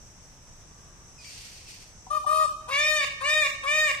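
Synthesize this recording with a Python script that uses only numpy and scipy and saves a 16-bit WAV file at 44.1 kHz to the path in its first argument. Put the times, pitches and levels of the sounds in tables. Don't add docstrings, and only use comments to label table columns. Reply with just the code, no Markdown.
import sys
import numpy as np
from scipy import signal
from scipy.fft import rfft, irfft, next_fast_len
from scipy.io import wavfile
from scipy.ndimage import uniform_filter1d

SR = 44100
rng = np.random.default_rng(int(sys.argv[2]) if len(sys.argv) > 2 else 0)


def materialize(psi):
    bounded = np.clip(np.atleast_2d(psi).T, -1, 1)
    quanta = np.round(bounded * 32767).astype(np.int16)
    wavfile.write(sys.argv[1], SR, quanta)


def voltage_ratio(decibels):
    exponent = np.asarray(decibels, float) / 20
    return 10 ** exponent


N = 176400

# start t/s, crest t/s, end t/s, crest f/Hz, level/dB
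HONKS = [
    (2.098, 2.15, 2.19, 615.4, -26),
    (2.258, 2.40, 2.47, 624.7, -20),
]
# start t/s, crest t/s, end t/s, crest f/Hz, level/dB
CRIES = [
    (2.677, 2.918, 3.051, 612.4, -22.5),
    (3.202, 3.368, 3.476, 615, -22.5),
    (3.628, 3.798, 3.92, 617.7, -22.5),
]
# rise f/Hz, rise bend, fall f/Hz, fall bend
HONK_ARCH = (42, 3.44, 71, 3.5)
CRY_ARCH = (110, 2.5, 88, 2.6)
# attack t/s, swell level/dB, release t/s, fade level/dB
HONK_SHAPE = (0.012, 5.5, 0.014, 5.6)
CRY_SHAPE = (0.017, 6.1, 0.005, 5.7)
# breath level/dB at the crest, breath level/dB at the ends, pitch jitter at the ends [0-1]
HONK_ROUGH = (-17.5, -18.5, 0.011)
CRY_ROUGH = (-42.5, -2, 0.03)
# f/Hz, width f/Hz, level/dB
SHUT_THROAT = [(630, 374, -12), (1196, 126.5, 2), (1780, 110, -46), (2560, 650, -23), (2730, 99, -21),
               (3420, 410, -38.5), (7600, 670, -29), (8800, 890, -27.5), (13400, 2500, -51)]
OPEN_THROAT = [(630, 400, -11), (1131, 84, -3), (1867, 224, -0.5), (2370, 314, -0.5), (2827, 174, -4.5),
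               (3630, 238, -9), (5120, 710, -18.5), (6610, 670, -19.5), (7970, 870, -22.5),
               (10200, 1100, -28), (13000, 2700, -32.5)]
# f/Hz, level/dB, fade t/s
FLUTTER = [(1175, -3, 0.19), (1040, -19, 0.37), (800, -26, 0.39)]
# t/s, level/dB
CLICKS = [
    (2.067, -38),
    (2.079, -49),
    (2.244, -33),
    (2.672, -45),
]
# t/s, level/dB
RASP_SWELL = [
    (1.17, -78),
    (1.2, -58),
    (1.245, -47),
    (1.316, -44),
    (1.582, -47.5),
    (1.64, -53.5),
    (1.7, -45.5),
    (1.788, -51.5),
    (1.824, -49),
    (1.96, -65),
]
# f/Hz, width f/Hz, level/dB
RASP_BODY = [(2380, 1180, -0.5), (3400, 1400, -9), (4570, 1370, 1.5), (5900, 1100, -2.5),
             (6920, 1600, -4.5), (8940, 1400, -5), (13070, 1300, -9.5)]
# start t/s, length t/s, from f/Hz, to f/Hz, level/dB
WHISTLES = [
    (1.178, 0.063, 2520, 2470, -54.5),
    (1.244, 0.065, 2336, 2317, -54.5),
    (1.657, 0.048, 2680, 2560, -56.5),
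]
WHISTLE_ORDERS = [1.5, 2.5, -10, -13]
# start t/s, length t/s, level/dB
FAR_CALL = (0.685, 0.5, -64.5)
# f/Hz, width f/Hz, level/dB
FAR_BANDS = [(1167, 77, 1), (1605, 76, -6)]
# f/Hz, width f/Hz, level/dB
INSECT_BANDS = [(5886, 1220, -0.5), (7920, 710, -8.5), (9990, 1740, -15.5), (3670, 1800, -28.5),
                (12000, 1200, -19)]
# f/Hz, level/dB per Hz
AIR_TONE = [(12, -30), (20, 0), (113, -3.5), (274, -16.5), (581, -18.5), (990, -19), (1160, -20.5),
            (2460, -25.5), (4000, -28), (5200, -51), (8800, -120)]
# f/Hz, likeness [-1 to 1]
LIKENESS = [(60, 0.8), (230, 0.79), (920, 0.39), (3600, -0.0035), (14100, -0.05)]
# f/Hz, left leads by [rad]
LEAD = [(100, 0.01), (600, 0.05), (1200, 1.98), (2000, 1.2), (4000, 1.37), (8000, 2), (14000, 1.97)]
# f/Hz, left minus right level/dB
PAN = [(60, -2), (180, -2), (530, -0.5), (1200, 7.5), (2200, 3), (3300, 1.5), (5500, 1.5), (14100, 4)]
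# delay t/s, spread t/s, left level/dB, right level/dB
SLAPS = [
    (0.036, 0.0031, -11, -3),
    (0.0766, 0.02, -11, -8.5),
]
# f/Hz, margin level/dB
MASK_MARGIN = [(400, 40), (900, 20), (2000, 16), (3500, 11), (5500, 16), (8200, 14), (9500, 4), (11000, 1),
               (13500, 3)]


def rms_one(x):
    return x / np.sqrt(np.mean(x ** 2) + 1e-20)


def at_hz(points, hz):
    table = np.array(points)
    return np.interp(np.log(hz + 1.), np.log(table[:, 0]), table[:, 1])


def drift(rate_hz):
    r = np.exp(-2 * np.pi * rate_hz * 20 / SR)
    slow = signal.lfilter([1], [1, -2 * r, r * r], rng.standard_normal(N // 20 + 3002))
    slow = slow[3000:]
    return np.interp(np.arange(N) / 20, np.arange(len(slow)), rms_one(slow - slow.mean()))


def resonate(x, body, count=1):
    out = 0
    for k, (hz, width_hz, db) in enumerate(body):
        r = np.exp(-np.pi * width_hz / SR)
        top = (1 - r * r) / 2 * np.array([1, 0, -1])
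        bottom = [1, -2 * r * np.cos(2 * np.pi * hz / SR), r * r]
        y = x + 1e-18
        for _ in range(count):
            y = signal.lfilter(top, bottom, y)
        out = out + (-1) ** k * voltage_ratio(db) * y
    return out


def gate(t, start, end, attack, release):
    ramp = np.minimum((t - start) / attack, (end - t) / release)
    return np.sin(np.pi / 2 * np.clip(ramp, 0, 1)) ** 2


def voice(calls, arch, shape, rough, flutter=()):
    t, out = np.arange(N) / SR, np.zeros(N)
    wobble, waver = drift(135), drift(16.7)
    bright = signal.butter(2, 2500, "high", fs=SR, output="sos")
    breath = signal.sosfilt(bright, rng.standard_normal(N))
    orders = np.arange(1, 24)[:, None]
    rise_hz, rise_bend, fall_hz, fall_bend = arch
    attack_s, swell_db, release_s, fade_db = shape
    crest_breath_db, end_breath_db, jitter = rough
    for start, crest, end, hz, db in calls:
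        part = slice(int(start * SR), int(end * SR))
        u = t[part]
        early = np.clip((crest - u) / (crest - start), 0, 1)
        late = np.clip((u - crest) / (end - crest), 0, 1)
        edge = np.maximum(early, 0.946 * late) ** 2
        pitch = hz - rise_hz * early ** rise_bend - fall_hz * late ** fall_bend
        phase = 2 * np.pi * np.cumsum(pitch * (1 + jitter * edge * wobble[part])) / SR
        shimmer = waver[(np.arange(part.start, part.stop) + orders * (N // 24)) % N]
        overtone = voltage_ratio(4.5 * shimmer * np.minimum(orders / 9.0, 1))
        pulses = (overtone * np.cos(orders * phase)).sum(axis=0)
        for side_hz, side_db, fade_s in flutter:
            fading = voltage_ratio(side_db) * np.exp(-((u - start) / fade_s) ** 2)
            pulses = pulses + fading * np.cos(2 * np.pi * side_hz * (u - start))
        breath_level = 16.0 * voltage_ratio(crest_breath_db + (end_breath_db - crest_breath_db) * edge)
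        hiss = breath_level * breath[part] * (1 + np.cos(phase))
        level = voltage_ratio(db - swell_db * early ** 2 - fade_db * late ** 2)
        out[part] = (pulses + hiss) * level * gate(u, start, end, attack_s, release_s)
    return out


def peacock():
    t = np.arange(N) / SR
    beak = sum(gate(t, start + 0.017, end + .1, 0.05, .01) for start, crest, end, hz, db in CRIES)
    honks = voice(HONKS, HONK_ARCH, HONK_SHAPE, HONK_ROUGH, FLUTTER)
    source = honks + voice(CRIES, CRY_ARCH, CRY_SHAPE, CRY_ROUGH)
    return resonate(source * (1 - beak), SHUT_THROAT) + resonate(source * beak, OPEN_THROAT)


def throat_clicks():
    x = np.zeros(N)
    for s, db in CLICKS:
        x[int(s * SR)] = 160 * voltage_ratio(db)
    return resonate(x, [(766, 64, 0), (960, 110, -3)], count=2)


def rasp():
    t = np.arange(N) / SR
    s, db = np.transpose(RASP_SWELL)
    level = voltage_ratio(np.interp(t, s, db) + 1.0 * drift(25)) * gate(t, s[0], s[-1], 0.022, 0.06)
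    grains = rng.standard_normal((2, N)) * voltage_ratio(0.59 * drift(400))
    crossed = grains + 0.053 * grains[::-1]
    out = level * rms_one(resonate(crossed, RASP_BODY, count=2))
    waver = drift(62)
    for start, length, from_hz, to_hz, db in WHISTLES:
        glide = np.interp(t, [start, start + length], [from_hz, to_hz])
        phase = 2 * np.pi * np.cumsum(glide * (1 + 0.014 * waver)) / SR
        tone = sum(voltage_ratio(g) * np.sin((k + 1) * phase) for k, g in enumerate(WHISTLE_ORDERS))
        out = out + voltage_ratio(db) * tone * gate(t, start, start + length, 0.0085, 0.024)
    return out


def garden(x):
    t, size = np.arange(SR) / SR, next_fast_len(N + SR)
    noise = rng.standard_normal((2, 2, SR))
    near = noise[0] * (rng.random((2, SR)) < 300 / SR) * voltage_ratio(-60 * t / 0.18) * (t > .01)
    far = signal.lfilter(*signal.butter(1, 7700, fs=SR), noise[1]) * voltage_ratio(-60 * t / 1.17) * (t > .05)
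    layers = [(-13, near), (-14, far)]
    for delay, spread, left_db, right_db in SLAPS:
        cluster = noise[0] * np.exp(-((t - delay) / spread) ** 2)
        layers.append((np.array([[left_db], [right_db]]), cluster))
    tail = sum(voltage_ratio(db) * h / np.sqrt((h ** 2).sum(axis=1, keepdims=True)) for db, h in layers)
    hz, sides = np.fft.rfftfreq(size, 1 / SR), np.array([[.5], [-.5]])
    ports = voltage_ratio(sides * at_hz(PAN, hz)) * np.exp(1j * sides * at_hz(LEAD, hz))
    echoes = rfft(tail, size)
    alike = 1 / (1 + (hz / 680) ** 6)
    response = ports + alike * echoes.mean(axis=0) + (1 - alike) * echoes
    return irfft(rfft(x, size) * response, size)[:, :N]


def far_call():
    start, length, db = FAR_CALL
    fade = gate(np.arange(N) / SR, start, start + length, .05, 0.2)
    return voltage_ratio(db) * fade * rms_one(resonate(rng.standard_normal((2, N)), FAR_BANDS, count=2))


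def insects():
    hiss = resonate(rng.standard_normal((2, N)), INSECT_BANDS, count=2)
    sway_db = 1.9 * drift(1.2) + 0.57 * drift(38)
    return voltage_ratio(-59 + 3.5 + sway_db) * rms_one(hiss)


def air():
    hz = np.fft.rfftfreq(N, 1 / SR)
    mid, side = rfft(rng.standard_normal((2, N)))
    alike = np.clip(at_hz(LIKENESS, hz), 0, .98)
    both = np.sqrt(1 + alike) * mid + np.sqrt(1 - alike) * side * [[1], [-1]]
    steep = 1 / np.sqrt(1 + (hz / 4500) ** 6) * (hz > 12)
    noise = irfft(both * voltage_ratio(at_hz(AIR_TONE, hz)) * steep, N)
    return voltage_ratio(-52.5 + 0.33 * drift(12.0)) * rms_one(noise)


def scene():
    return garden(peacock() + throat_clicks()) + rasp() + far_call() + insects() + air()


def mask(x):
    hz, _, z = signal.stft(x, SR, nperseg=2048, noverlap=1536)
    power = (abs(z[:, :1024]) ** 2).sum(axis=0)
    bands = power.reshape(128, 8, -1).mean(axis=1) + 1e-18
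    under_db = 10 * np.log10(bands / uniform_filter1d(bands, size=13, axis=0))
    chance = rms_one(uniform_filter1d(rng.standard_normal(bands.shape), size=5, axis=1))
    spare_db = under_db + at_hz(MASK_MARGIN, hz[4:1024:8])[:, None] + 5.5 * chance
    cut = voltage_ratio(-34 * np.clip(.5 - spare_db / 4, 0, 1))
    z[:, :1024] *= np.repeat(cut, 8, axis=0)
    return signal.istft(z, SR, nperseg=2048, noverlap=1536)[1][:, :N]


def roll_off(x):
    return signal.sosfilt(signal.butter(12, 14690, fs=SR, output="sos"), x)


def record(dry):
    top_cut = signal.cheby2(12, 70, 14900, fs=SR, output="sos")
    mix = mask(signal.sosfilt(top_cut, dry))
    return roll_off(mix)


dry = scene()
out = record(dry)
materialize(out)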